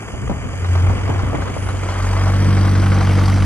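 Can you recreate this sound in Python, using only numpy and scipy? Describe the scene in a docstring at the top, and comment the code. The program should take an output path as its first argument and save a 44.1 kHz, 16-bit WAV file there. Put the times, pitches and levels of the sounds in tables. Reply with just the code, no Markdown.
"""A mini excavator's three-cylinder diesel sags under hydraulic load and recovers as it turns in a yard.
Exhaust drone and injection knock, both locked to the firings, swell as the engine end swings towards us.
Fan and pump add roar and hiss, and a valve hisses briefly. The tracks clack over broken concrete and
ring their steel, while dull thumps come through a low rumble."""
import sys
import numpy as np
from scipy import signal
from scipy.fft import rfft, irfft, next_fast_len
from scipy.io import wavfile
from scipy.ndimage import uniform_filter1d

SR = 44100
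rng = np.random.default_rng(int(sys.argv[2]) if len(sys.argv) > 2 else 0)


def persist_wave(psi):
    """Save psi, clipped to +-1, as 16-bit WAV."""
    counts = np.round(np.clip(psi, -1, 1) * 32767).astype(np.int16)
    wavfile.write(sys.argv[1], SR, np.atleast_2d(counts).T)


N = 152145
T = np.arange(N) / SR
CYLINDERS = 3
KNOCK_DELAY = 0.21  # share of a firing interval from exhaust pulse to knock
SILENCER_LAG_RAD = -.73  # phase at the firing rate; grows with frequency squared
MIC_SPLIT_HZ, MIC_TREBLE_RAD = 6300, -2.17  # above the split, left and right settle at a fixed phase

# engine speed, sagging under load (time [s], firing rate [Hz])
FIRING_RATE = [(0, 54), (.15, 51.5), (.35, 48), (.55, 45), (.8, 44.3), (.95, 48), (1.1, 47.8), (1.3, 47),
               (1.6, 48.1), (2.0, 46.6), (2.4, 48.4), (3.0, 47.7), (3.45, 48.4)]
# exhaust throb at the firing rate (time [s], level [dB])
THROB_LEVEL = [(0, -51), (.65, -52), (.8, -33), (1.4, -38), (1.5, -37), (1.94, -32), (2.03, -21.5),
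               (2.5, -25.5), (3.45, -23)]
# exhaust boom an octave above the throb (time [s], level [dB])
BOOM_LEVEL = [(0, -33.5), (.3, -42.5), (.52, -28.5), (.6, -24.5), (.71, -13.5), (.89, -13), (.96, -23),
              (1.12, -17.5), (1.38, -23), (1.5, -27), (1.66, -21.5), (1.8, -21), (1.94, -24), (2.03, -18),
              (2.45, -13), (3.45, -13.5)]
# fader on the exhaust overtones as the pipe swings round (time [s], level [dB])
PIPE_LEVEL = [(0, -20), (.55, -22), (.8, -12), (1.5, -27), (1.9, -14), (2.15, -10), (2.45, -1),
              (3.45, -1.5)]
# exhaust overtones (order [multiple of the three-firing cycle], level against the fader [dB])
PIPE_ORDERS = [(4, -36), (5, -46), (7, -41), (9, -25), (10, -37.5), (12, -24), (13, -35), (15, -36.5),
               (17, -32.5), (18, -39), (20, -34.5), (21, -39.5), (30, -40)]
# injection knock colour (frequency [Hz], gain [dB])
KNOCK_EQ = [(500, 10), (1500, 8.5), (3000, -8.5), (3700, -0.5), (4200, -2), (4700, 3.5), (5300, -2.5),
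            (5900, 3), (6600, -13), (7400, -20), (8300, -0.5), (9200, -13.5), (9900, -21), (10600, -5),
            (11600, -9)]
# knock fader (time [s], level [dB])
KNOCK_LEVEL = [(0, -71), (.7, -39.5), (1.3, -42), (1.75, -42.5), (2.1, -34.5), (2.5, -31), (3.0, -32),
               (3.25, -31), (3.45, -33.5)]
# colour of the fan, pump and track roar (frequency [Hz], gain [dB])
ROAR_EQ = [(100, -26), (250, -0.5), (480, 0), (790, -2.5), (920, -3), (1140, -1.5), (1700, -6.5),
           (2250, -8.5), (2700, -15.5), (3200, -12.5), (6000, -60)]
# roar fader (time [s], level [dB])
ROAR_LEVEL = [(0, -35.5), (.58, -34), (.72, -30.5), (.9, -29), (1.0, -28.5), (1.78, -32), (2.01, -28.5),
              (2.47, -27.5), (2.7, -29.5), (3.09, -27.5), (3.45, -32)]
# hydraulic hiss colour (frequency [Hz], gain [dB])
HISS_EQ = [(1500, -12), (2250, 13.5), (2600, 9.5), (3100, 11), (3900, -15), (4700, 5.5), (5700, -2.5),
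           (6600, 9.5), (7500, 2.5), (8600, 3.5), (9600, -8.5), (10700, -0.5), (11600, -9)]
# hiss fader (time [s], level [dB])
HISS_LEVEL = [(0, -41.5), (.4, -43), (.75, -40.5), (1.2, -43.5), (1.5, -41.5), (2.05, -39), (2.6, -45),
              (3.45, -40.5)]

# track links hitting the sprocket (time [s], relative level [dB])
CLACK_CUES = [(.296, -28.5), (.645, -26), (.752, -24), (.804, -33), (.894, -27.5), (1.077, -30),
              (1.191, -27), (1.42, -25.5), (1.48, -29.5), (1.686, -25.5), (1.829, -26.5), (1.887, -22),
              (1.921, -27.5), (1.998, -26), (2.042, -26), (2.165, -23.5), (2.209, -25.5), (2.267, -21),
              (2.335, -23.5), (2.577, -26), (2.648, -22), (2.68, -24.5), (2.751, -22.5), (2.826, -26),
              (2.867, -30), (2.917, -24), (2.955, -28), (3.009, -21.5), (3.186, -23.5), (3.209, -27),
              (3.279, -23.5), (3.373, -25), (3.421, -25.5)]
# clack colour (frequency [Hz], gain [dB])
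CLACK_EQ = [(200, -35), (450, 7.5), (750, 5.5), (1150, 3), (1600, 1), (2200, -6), (2900, -11), (4000, -8),
            (7000, -18), (11000, -37)]
# ring of the track steel (frequency [Hz], relative level [dB], t60 [s])
STEEL_MODES = [(652, -1, 0.071), (784, -1, 0.12), (995, -2, 0.075), (1129, 1, .11), (1236, -3, .08),
               (1393, -5, 0.06), (1532, -2.5, 0.052), (2060, -4, 0.045)]
# sharp steel ticks in the running gear (time [s], relative level [dB])
TICK_CUES = [(2.917, -22), (3.094, -22.5), (3.108, -27), (3.185, -22), (3.294, -32), (3.326, -23)]
# tick colour (frequency [Hz], gain [dB])
TICK_EQ = [(600, 16), (1300, -11), (2100, 14), (3300, -1), (4500, -42), (8000, -19)]
# dull thumps (time [s], relative body level [dB], bass level [dB])
THUMP_CUES = [(.134, -27.5, -26), (0.295, -21, -16), (0.313, -20, -23.5), (0.343, -30, -29),
              (0.448, -48, -17), (0.897, -20, -19), (0.93, -24, -23), (1.092, -17.5, -17),
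              (1.114, -19.5, -34), (1.157, -23.5, -30), (1.233, -25, -18), (1.273, -32, -19),
              (1.329, -18, -22.5), (1.344, -16, -15), (1.383, -22, -20.5), (1.4, -25.5, -22.5),
              (1.564, -20.5, -26), (2.479, -22, -21)]
# body of a thump (frequency [Hz], gain [dB])
THUMP_EQ = [(80, -14), (200, -2), (350, 0), (550, -1), (850, -4), (1400, -14), (2500, -32), (5000, -55)]
# bass thud under a thump (frequency [Hz], gain [dB])
THUD_EQ = [(20, -30), (45, -6), (70, 0.5), (150, -12.5), (250, -10.5), (500, -79)]
# ring of the heavy undercarriage (frequency [Hz], relative level [dB], t60 [s])
FRAME_MODES = [(295.7, -0.5, 0.078), (413, -1.5, 0.062), (563, -2.5, 0.048), (817, -5, 0.041)]

# low rumble colour (frequency [Hz], gain [dB])
RUMBLE_EQ = [(15, -27), (30, -15), (42, -0.5), (65, 7), (85, 0.5), (120, 3.5), (180, -7.5), (280, -10),
             (500, -17.5), (900, -57)]
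# rumble fader (time [s], level [dB])
RUMBLE_LEVEL = [(0, -39.5), (.25, -23.5), (.55, -29.5), (.85, -24), (1.35, -25.5), (1.75, -27),
                (2.1, -36.5), (3.45, -25.5)]
# valve hiss colour (frequency [Hz], gain [dB])
VALVE_EQ = [(7000, -46), (8800, -13), (9900, 3), (10800, -7), (11500, -22)]
# valve fader (time [s], level [dB])
VALVE_LEVEL = [(1.48, -66), (1.58, -49), (1.7, -47), (1.8, -67), (2.05, -60), (2.45, -60), (3.45, -58)]

# left-right likeness of fully direct sound (frequency [Hz], coherence [0-1])
COHERENCE = [(50, 0.83), (170, 0.37), (300, 1), (550, 0.34), (1000, 0.9), (2000, 0.99), (4000, 1),
             (6500, 0.53), (9000, 0.18)]
# direct sound; less of it widens the image (time [s], share [0-1])
DIRECT_SHARE = [(0, 1), (1.5, 0.77), (2.2, 1), (2.8, 0.93)]
# the machine's bearing (time [s], lead of the left channel [ms])
LEFT_LEAD = [(0, 0.12), (1.2, 0.11), (1.9, 0.07), (2.3, 0.08), (2.8, 0.04), (3.45, 0)]
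# colour of the microphone pair (frequency [Hz], left minus right [dB])
MIC_TILT = [(350, 0), (600, 2.5), (1300, 1), (2200, 0), (3700, -0.5), (4700, 4), (5700, 2), (6900, -5.5),
            (8200, -1), (10000, 0)]


def exhaust(turns, boom_waver=0.063, width_db=-21):
    """The drone: wavering orders of the engine cycle, the higher ones delayed more by the silencer."""
    tones = [(CYLINDERS, amp(curve(THROB_LEVEL))),
             (2 * CYLINDERS, amp(curve(BOOM_LEVEL)) * (1 + boom_waver * drift(27)))]
    for order, db in PIPE_ORDERS:
        tones.append((round(order), amp(curve(PIPE_LEVEL) + db) * (1 + .14 * drift(8))))
    out = np.zeros((2, N))
    for order, level in tones:
        harmonic = order / CYLINDERS
        angle = 2 * np.pi * turns * harmonic + SILENCER_LAG_RAD * harmonic ** 2 + .008 * order * drift(8)
        spread = amp(width_db) * harmonic / 2
        out += np.sqrt(2) * level * np.sin([angle + spread, angle - spread])
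    return out


def firings(turns, rise, decay, spread_db):
    """One uneven pulse per firing; rise and decay are shares of the firing interval."""
    number, part = np.divmod(turns + 1 - KNOCK_DELAY, 1)
    strength = amp(spread_db * rng.standard_normal(400))[number.astype(int)]
    return unit(strength * np.minimum(part / rise, 1) * np.exp(-part / decay))


def injection_knock(turns, floor=1.0):
    """Diesel clatter: bright noise that cracks at every firing."""
    crack = firings(turns, rise=.06, decay=.38, spread_db=1.4)
    return noise(KNOCK_EQ, patchy_db=2.5) * unit(floor + crack) * amp(curve(KNOCK_LEVEL))


def fan_and_pump(turns, hiss_floor=2.2, roar_floor=3.9, grit=0.21):
    """Hydraulic hiss and a gritty roar, both pulsing gently with the firings."""
    beat = firings(turns, rise=0.13, decay=0.76, spread_db=2.1)
    hiss = noise(HISS_EQ, patchy_db=1.6) * unit(hiss_floor + beat)
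    roar = noise(ROAR_EQ, patchy_db=1.5) * unit((roar_floor + beat) * np.exp(grit * drift(76)))
    return hiss * amp(curve(HISS_LEVEL)) + roar * amp(curve(ROAR_LEVEL))


def tracks(clack_db=-3, tick_db=1, ring_db=1, crunch=0.1):
    """Links clack over the sprockets and ring the steel; a few sharp ticks join late on."""
    clacks = noise(CLACK_EQ, patchy_db=2.5)
    clacks *= blows(CLACK_CUES, attack_s=.0015, decay_s=.016, tail_db=-14, tail_s=.08)
    ticks = noise(TICK_EQ, patchy_db=3)
    ticks *= blows(TICK_CUES, attack_s=0.00039, decay_s=0.0079, tail_db=-26, tail_s=0.014)
    grain = unit(np.exp(crunch * drift(420)))
    ringing = rings(CLACK_CUES, STEEL_MODES) + rings(CLACK_CUES, STEEL_MODES)  # two detuned layers
    return grain * (amp(clack_db) * clacks + amp(tick_db) * ticks) + amp(ring_db) * ringing


def thumps(body_db=-3):
    """Dull blows, each with a bass thud and a short ring of the undercarriage."""
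    body_cues = [(start, db) for start, db, _ in THUMP_CUES]
    bass_cues = [(start, db) for start, _, db in THUMP_CUES]
    body = noise(THUMP_EQ, patchy_db=1.5, skew_rad=-1.3)
    body *= blows(body_cues, attack_s=0.0016, decay_s=0.015, tail_db=-17, tail_s=0.067)
    bass = noise(THUD_EQ, patchy_db=0)
    bass *= blows(bass_cues, attack_s=0.0015, decay_s=0.025, tail_db=-26, tail_s=0.066)
    return amp(body_db) * body + bass + rings(THUMP_CUES, FRAME_MODES)


def rumble():
    """A bed of low noise that swells and dips."""
    return noise(RUMBLE_EQ, patchy_db=1, skew_rad=-1.2) * amp(curve(RUMBLE_LEVEL))


def valve():
    """A thin, airy hiss that rises briefly out of a faint trace."""
    return noise(VALVE_EQ, patchy_db=1.5) * amp(curve(VALVE_LEVEL))


def blows(cues, attack_s, decay_s, tail_db, tail_s):
    """Envelope of a run of hits, each with a tail thrown back by the yard wall."""
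    power = np.zeros(N)
    for start, db in cues:
        first = int(np.clip(start * SR, 0, N - 1))
        t = T[:min(N - first, SR // 2)]
        shape = np.exp(-2 * t / decay_s) + amp(tail_db) ** 2 * np.exp(-2 * t / tail_s)
        power[first:first + len(t)] += amp(db) ** 2 * np.minimum(t / attack_s, 1) ** 2 * shape
    return np.sqrt(power)


def rings(cues, modes, vary_db=3, detune=.015, scatter_rad=0.32):
    """Struck metal: every hit rings the modes with its own balance and tuning."""
    hz, mode_db, t60 = np.transpose(modes)[:, :, None]
    t, out = T[:SR // 4], np.zeros((2, N))
    attack = (1 - np.exp(-t / .0006)) ** 2
    for start, db, *_ in cues:
        loud, shift, phase, apart = rng.standard_normal((4, len(modes), 1))
        weights = amp(mode_db + vary_db * loud)
        envelopes = amp(db - 60 * t / t60) * weights / np.linalg.norm(weights)
        angle = 2 * np.pi * (hz * (1 + detune * shift) * t + phase)
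        lead = np.pi * hz * curve(LEFT_LEAD, start) / 1000 + scatter_rad * apart
        ring = (envelopes * np.sin([angle + lead, angle - lead])).sum(1) * attack
        slot = out[:, round(start * SR):][:, :len(t)]
        slot += ring[:, :slot.shape[1]]
    return out


def noise(eq, patchy_db, skew_rad=0):
    """Flickering stereo noise of rms 1; skew_rad shifts left against right above the bass."""
    frames, hz = N // 256 + 5, np.fft.rfftfreq(1024, 1 / SR)
    t = np.arange(frames)[:, None] * 256 / SR
    mid_re, mid_im, side_re, side_im, patches = rng.standard_normal((5, frames, len(hz)))
    patches = unit(uniform_filter1d(uniform_filter1d(patches, size=3, axis=0), size=9, axis=1))
    above_bass = np.clip((hz - 100) / 200, 0, 1)
    coherence = np.clip(at_hz(COHERENCE, hz) * (1 + above_bass * (curve(DIRECT_SHARE, t) - 1)), 0, 1)
    mid = (mid_re + 1j * mid_im) * np.sqrt(1 + coherence)
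    side = (side_re + 1j * side_im) * np.sqrt(1 - coherence)
    arrival = 2 * np.pi * np.minimum(hz, MIC_SPLIT_HZ) * curve(LEFT_LEAD, t) / 1000
    treble = np.clip((hz - MIC_SPLIT_HZ) / 1200 + .3, 0, 1)
    phase = arrival + np.angle(1 - treble + treble * np.exp(1j * (MIC_TREBLE_RAD - arrival)))
    pan = amp(at_hz(MIC_TILT, hz) / 2) * np.exp(.5j * (phase + skew_rad * above_bass))
    spectra = np.array([(mid + side) * pan, (mid - side) / pan]) * amp(patchy_db * patches)
    white = signal.istft(spectra.swapaxes(1, 2), nperseg=1024, noverlap=768)[1][:, :N]
    size = next_fast_len(N)
    colour = amp(at_hz(eq, np.fft.rfftfreq(size, 1 / SR)))
    return unit(irfft(rfft(white, size) * colour, size)[:, :N])


def drift(hz):
    """Random modulation of rms 1, rolled off above the given rate."""
    size = next_fast_len(N)
    f = np.fft.rfftfreq(size, 1 / SR)
    return unit(irfft(rfft(rng.standard_normal(size)) / (1 + (f / hz) ** 4), size)[:N])


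def curve(points, t=T):
    """An automation curve at the given times."""
    return np.interp(t, *np.transpose(points))


def at_hz(points, hz):
    """A table interpolated along log frequency."""
    f, value = np.transpose(points)
    return np.interp(np.log(hz + 1), np.log(f + 1), value)


def amp(db):
    """Decibels to gain."""
    return 10 ** (np.asarray(db) / 20)


def unit(x):
    """Scales to rms 1."""
    return x / np.sqrt(np.mean(x ** 2) + 1e-20)


def scene():
    """The mix: diesel up front, then running gear, rumble and valve."""
    turns = np.cumsum(curve(FIRING_RATE)) / SR  # one turn of phase per firing
    engine = exhaust(turns) + injection_knock(turns) + fan_and_pump(turns)
    return engine + tracks() + thumps() + rumble() + valve()


def record(dry):
    """A steep high cut takes the air off the top."""
    high_cut = signal.firwin(511, cutoff=11720, window=("kaiser", 9), fs=SR)
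    return signal.oaconvolve(dry, high_cut[None], "same")


dry = scene()
out = record(dry)
persist_wave(out)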